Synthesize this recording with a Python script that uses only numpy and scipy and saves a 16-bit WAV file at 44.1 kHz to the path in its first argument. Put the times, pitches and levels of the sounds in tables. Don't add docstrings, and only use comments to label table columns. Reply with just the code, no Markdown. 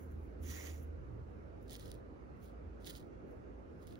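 import sys
import numpy as np
from scipy import signal
from scipy.fft import rfft, irfft, next_fast_len
from scipy.io import wavfile
from scipy.ndimage import uniform_filter1d

SR = 44100
rng = np.random.default_rng(int(sys.argv[2]) if len(sys.argv) > 2 else 0)


def transcribe(signal):
    frames = np.atleast_2d(signal).T
    limited = np.clip(frames, -1, 1)
    pcm = np.round(limited * 32767).astype(np.int16)
    wavfile.write(sys.argv[1], SR, pcm)


N = 175959
FFT_SIZE = next_fast_len(N + 8192)

# pitch_hz, relative_db
HISS_TONE = [(22, -44), (32, -26), (50, -10.5), (72, -2.5), (94, -6.5), (130, -11), (249, -10.5),
             (451, -12), (548, -14.5), (590, -17.5), (1040, -27), (1290, -25.5), (1890, -34), (2760, -40),
             (3250, -48), (6380, -53.5), (7500, -59.5), (10000, -65.5), (12200, -67), (13300, -80),
             (15500, -74)]
# time_s, level_db
RUMBLE_LEVEL = [(0.0, -70), (.7, -60.5), (1.0, -55), (1.3, -52), (1.7, -65.5), (2.1, -72), (3.99, -83.5)]
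# pitch_hz, relative_db
RUMBLE_TONE = [(30, -41), (45, 3.5), (65, -7), (90, 19), (120, 13), (170, -4), (260, -51)]
# time_s, level_db
FAR_TRAFFIC_LEVEL = [(0.0, -60), (.6, -59.5), (1.3, -69.5), (2.1, -67), (3.3, -71.5), (3.99, -61.5)]
# pitch_hz, relative_db
FAR_TRAFFIC_TONE = [(90, -40), (150, 4), (300, 17.5), (540, 4.5), (600, -2.5), (1500, -48)]
# pitch_hz, left_minus_right_db, likeness (-1 to 1)
ROOM_PORTS = [(40, -1.5, .8), (125, -2.8, .55), (300, -2.2, .25), (600, -2.2, -.3), (1000, -3.5, -.5),
              (2000, -5, -.3), (4000, -6, .15), (7000, -5, .1), (8500, -2, -.1), (10500, -1.5, .75),
              (12800, -1.5, -.1), (15500, -1.5, .55)]
# time_s, level_db
LOW_HUM_LEVEL = [(0.0, -66), (0.07, -57), (0.39, -51), (0.78, -67), (0.87, -54), (1.57, -57.5), (1.93, -54),
                 (2.02, -63.5), (2.23, -61.5), (2.3, -69), (2.549, -53), (2.83, -56), (3.05, -71),
                 (3.589, -53.5), (3.71, -81), (3.99, -56)]
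# time_s, level_db
HIGH_HUM_LEVEL = [(0.0, -52.5), (0.18, -43.5), (0.34, -64), (0.44, -43), (0.65, -55.5), (0.71, -45),
                  (0.99, -48.5), (1.04, -61.5), (1.24, -49.5), (1.79, -70), (2.12, -60), (2.18, -84),
                  (2.69, -53.5), (2.81, -75), (3.79, -61.5), (3.99, -79)]
# time_s, level_db
BRUSH_LEVELS = [
    [(0, -71), (.026, -70.5), (.075, -85), (.13, -82), (.32, -89.5), (.36, -105)],
    [(.38, -100), (.43, -66), (.72, -73.5), (.83, -72), (.91, -100)],
    [(1.58, -105), (1.615, -90), (1.628, -73), (1.652, -90), (1.68, -94)],
    [(2.34, -103), (2.375, -90), (2.4, -88), (2.44, -73), (2.506, -94), (2.57, -108)],
    [(3.24, -108), (3.286, -87), (3.322, -88), (3.44, -102)],
    [(3.7, -105), (3.832, -84), (3.86, -99), (3.88, -80), (3.95, -98), (3.99, -86)],
]
# pitch_hz, relative_db
BRUSH_TONE = [(1500, -10), (3000, -1), (4500, -21), (6500, 0.5), (8800, -16), (10300, -1.5), (11500, 0.5),
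              (13000, -4.5), (15500, 0)]
# time_s, level_db
STROKE_LEVEL = [(.39, -106), (.44, -65.5), (.5, -53), (.546, -54.5), (.575, -54.5), (.6, -55), (.686, -56),
                (.71, -59.5), (.79, -69.5), (.86, -89)]
# pitch_hz, relative_db
STROKE_TONE = [(600, -24), (1100, -7.5), (1600, -6.5), (1950, 3.5), (2300, -4), (2750, -7), (3300, -6.5),
               (4000, -10.5), (5400, -9.5), (6100, 0), (6900, -3), (8000, -13), (10000, -14),
               (13000, -16.5), (15500, -6.5)]
# time_s, boost_db
STROKE_LOW_BOOST = [(.45, 1), (.51, -2), (.59, 3), (.66, 0.5), (.75, -1)]
# pitch_hz, left_minus_right_db, left_lead_rad, likeness (0 to 1)
STROKE_PORTS = [(800, 4, 3.5, 0.4), (2140, -8.5, 4.5, 0.78), (3230, -6.5, 1.2, 0.6), (4000, -13, -0.5, .45),
                (5040, -8, -6, 1), (6700, -15, -6, 1), (6850, -7.5, -5, 1), (9100, 2, -2.5, 0.99),
                (9900, 2, -1.8, 1), (9900, -7, 0, .97), (11900, 4.5, 1.5, 1), (13300, -8, 5.5, .97),
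                (14300, 5, 2, 1), (15200, -4, 8, 0.9)]
# time_s, level_db
SCRATCH_LEVELS = [
    [(1.66, -88), (1.702, -61.5), (1.732, -53), (1.768, -61), (1.776, -67.5), (1.795, -65), (1.91, -66.5),
     (1.93, -72), (1.95, -74), (2.02, -94)],
    [(2.4, -87), (2.445, -72.5), (2.5, -79), (2.55, -103)],
    [(2.8, -79), (2.843, -73.5), (2.868, -50.5), (2.905, -55.5), (2.928, -65), (2.946, -64), (2.962, -59),
     (3.01, -71), (3.09, -95)],
    [(3.79, -92), (3.83, -73.5), (3.862, -83), (3.878, -67), (3.9, -72.5), (3.922, -69), (3.948, -79),
     (3.99, -88)],
]
# pitch_hz, relative_db
COMB_TONE = [(1000, -28), (1900, -0.5), (2550, -10.5), (3200, 1.5), (4200, 0), (5300, -4), (5900, -8.5),
             (6500, -5), (7300, -11.5), (8300, -8), (9500, -8.5), (12000, -12), (14000, -15), (15600, -5.5)]
# start_s, peak_db, treble_boost_db
TICKS = [(1.6817, -48, -5), (1.697, -38, -12), (1.704, -45, -5), (1.7093, -42, 7), (1.726, -44, -6),
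         (1.7293, -44, -4), (1.7319, -46, 17), (1.744, -42, -3), (1.754, -36, -7), (1.765, -40, 4),
         (1.797, -40, 3), (1.810, -45, -5), (1.814, -46, -6), (1.826, -56, -8), (1.8415, -56, -8),
         (1.8545, -54, -8), (1.858, -45, -3), (1.8807, -45.5, 2), (1.9167, -38, 3.5), (1.943, -55, 10),
         (2.3705, -70, 9), (2.846, -40, -8), (2.858, -38.5, -6), (2.864, -39, -5), (2.869, -33.5, -6),
         (2.874, -44, -12), (2.88, -44, -7), (2.8865, -42, -9), (2.894, -39, -7), (2.898, -37.5, 7),
         (2.902, -41, 5), (2.9097, -42, -3), (2.9527, -38, -10), (2.958, -44, -9), (2.969, -44, -19),
         (3.871, -53, 13), (3.876, -48, 1), (3.912, -55, -4), (3.9254, -45.5, -11), (3.956, -45, -7)]
# pitch_hz, left_minus_right_db, left_lead_rad, likeness (0 to 1)
NEAR_PORTS = [(800, -2, 3.1, .5), (2000, -6, 3.3, .65), (3000, -9, 2.2, .72), (4000, -11, .8, .68),
              (5100, -7, .1, .65), (5700, -4, -.8, .3), (7000, -2, -3.3, .25), (8200, 0, -3.0, .8),
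              (10500, 0, 0, .9), (12000, 0, 2.0, .72), (13200, 0, 3.2, .92), (14200, 0, 4.5, .65),
              (15600, 0, 6.3, .92)]


def gain_of(db):
    return 10 ** (np.asarray(db) / 20)


def evened(x):
    return x / np.sqrt(np.mean(x ** 2) + 1e-20)


def read(points, hz, column=1):
    table = np.array(points, float)
    return np.interp(np.log(hz + 1), np.log(table[:, 0] + 1), table[:, column])


def level(*curves):
    t = np.arange(N) / SR
    total = np.zeros(N)
    for curve in curves:
        time_s, level_db = np.transpose(curve)
        total += gain_of(np.interp(t, time_s, level_db, left=-200, right=-200))
    return uniform_filter1d(total, size=64)


def room_noise(tone, patchy_db):
    frames, hz = N // 512 + 5, np.fft.rfftfreq(2048, 1 / SR)
    a, b, c, d, patches = rng.standard_normal((frames, 1025, 5)).T
    patches = uniform_filter1d(patches, size=16, axis=0)
    patches = evened(uniform_filter1d(patches, size=6, axis=1))
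    likeness = np.clip(read(ROOM_PORTS, hz, column=2), -1, 1)[:, None]
    right = a + 1j * b
    left = likeness * right + np.sqrt(1 - likeness ** 2) * (c + 1j * d)
    left = left * gain_of(read(ROOM_PORTS, hz))[:, None]
    spectra = np.array([left, right]) * gain_of(read(tone, hz)[:, None] + patchy_db * patches)
    return evened(signal.istft(spectra, nperseg=2048, noverlap=1536)[1][:, :N])


def hiss():
    return gain_of(-52.5) * room_noise(HISS_TONE, patchy_db=1.63)


def traffic():
    rumble = level(RUMBLE_LEVEL) * room_noise(RUMBLE_TONE, patchy_db=3.5)
    far = level(FAR_TRAFFIC_LEVEL) * room_noise(FAR_TRAFFIC_TONE, patchy_db=2.7)
    return rumble + far


def hum(pitch_hz, curve, waver_hz):
    drift = uniform_filter1d(rng.standard_normal(N), size=9000)
    drift = evened(uniform_filter1d(drift, size=9000))
    turns = np.cumsum(pitch_hz + waver_hz * drift) / SR + rng.random()
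    tone = np.sqrt(2) * level(curve) * np.sin(2 * np.pi * turns)
    left_minus_right_db = -2.2
    return tone * gain_of([[left_minus_right_db / 2], [-left_minus_right_db / 2]])


def grains(per_s, spread_db):
    size = gain_of(spread_db * np.minimum(rng.exponential(1, N), 5))
    happens = rng.random(N) < per_s / SR
    return evened(size * rng.standard_normal(N) * happens)


def flutter(rate_hz, depth_db):
    wander = uniform_filter1d(rng.standard_normal(N), size=max(int(SR / rate_hz), 2))
    return gain_of(depth_db * evened(wander))


def colour(x, tone):
    hz = np.fft.rfftfreq(2048, 1 / SR)
    log_gain = np.log(gain_of(read(tone, hz)))
    mirrored = np.r_[log_gain, log_gain[-2:0:-1]]
    taps = np.fft.ifft(np.exp(np.conj(signal.hilbert(mirrored)))).real[:1024]
    taps = taps / np.linalg.norm(taps)
    pair = np.array([x, x * rng.choice([-1., 1.], N)])
    return signal.oaconvolve(pair, taps[None], axes=1)[:, :N]


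def patchy(pair, depth_db, size):
    spectra = signal.stft(pair, nperseg=256, noverlap=192)[2]
    _, bands, frames = spectra.shape
    patches = uniform_filter1d(rng.standard_normal((frames, bands)).T, size=4, axis=0)
    patches = uniform_filter1d(patches, size=size, axis=1)
    gain = evened(gain_of(depth_db * evened(patches)))
    return signal.istft(spectra * gain, nperseg=256, noverlap=192)[1][:, :N]


def ports(pair, table):
    hz = np.fft.rfftfreq(FFT_SIZE, 1 / SR)
    pitch_hz, *columns = np.array(table).T
    db, lead_rad, likeness = (np.interp(hz, pitch_hz, column) for column in columns)
    likeness = np.clip(likeness, 0, 1)
    direct, scattered = rfft(pair, FFT_SIZE)
    mixed = likeness * direct + 1j * np.sqrt(1 - likeness ** 2) * scattered
    left = gain_of(db) * np.exp(1j * lead_rad) * mixed
    return irfft(np.array([left, direct]), FFT_SIZE)[:, :N]


def brushes():
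    slips = flutter(49.0, 2.6) * grains(9000., 0.67)
    return colour(gain_of(3.5) * level(*BRUSH_LEVELS) * slips, BRUSH_TONE)


def stroke():
    slips = flutter(83.0, 0.78) * grains(12000., 1.0)
    rub = colour(gain_of(5.5) * level(STROKE_LEVEL) * slips, STROKE_TONE)
    lows = signal.filtfilt(*signal.butter(3, 2600, fs=SR), rub)
    time_s, boost_db = np.transpose(STROKE_LOW_BOOST)
    lows_gain = gain_of(np.interp(np.arange(N) / SR, time_s, boost_db))
    return patchy(rub - lows + lows_gain * lows, depth_db=2.0, size=14)


def scratches():
    chatter = gain_of(-6.0) * grains(700., 2.1)
    rasp = gain_of(-2.0) * flutter(300., 2.3) * grains(12000., 2.5)
    drive = gain_of(4.0) * level(*SCRATCH_LEVELS) * (chatter + rasp)
    return patchy(colour(drive, COMB_TONE), depth_db=2.0, size=3)


def ticks():
    length, rattle_t60_s = 88, 0.0018
    low, high, t = np.zeros(N), np.zeros(N), np.arange(length) / SR
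    bursts = 0.34 * rng.standard_normal((len(TICKS), length)) * gain_of(-60 * t / rattle_t60_s)
    bursts[:, 0] = 1
    for (start_s, peak_db, treble_db), burst in zip(TICKS, bursts):
        at = round(start_s * SR)
        low[at:at + length] += gain_of(peak_db + 6) * burst
        high[at:at + length] += gain_of(peak_db + 8 + treble_db) * burst
    split = signal.butter(2, 7300, fs=SR)
    bass = signal.filtfilt(*split, colour(low, COMB_TONE))
    softened = signal.lfilter(*signal.butter(2, 14000., fs=SR), colour(high, COMB_TONE))
    treble = softened - signal.filtfilt(*split, softened)
    return bass + treble


def scene():
    room = hiss() + traffic()
    hums = hum(57.28, LOW_HUM_LEVEL, waver_hz=0.79) + hum(78.65, HIGH_HUM_LEVEL, waver_hz=0.67)
    near = ports(brushes() + scratches() + ticks(), NEAR_PORTS) + ports(stroke(), STROKE_PORTS)
    return room + hums + near


def record(dry):
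    edge_hz = 15790
    low_pass = signal.firwin(1023, edge_hz, window=("kaiser", 9), fs=SR)
    return signal.oaconvolve(dry, low_pass[None], "same")


dry = scene()
out = record(dry)
transcribe(out)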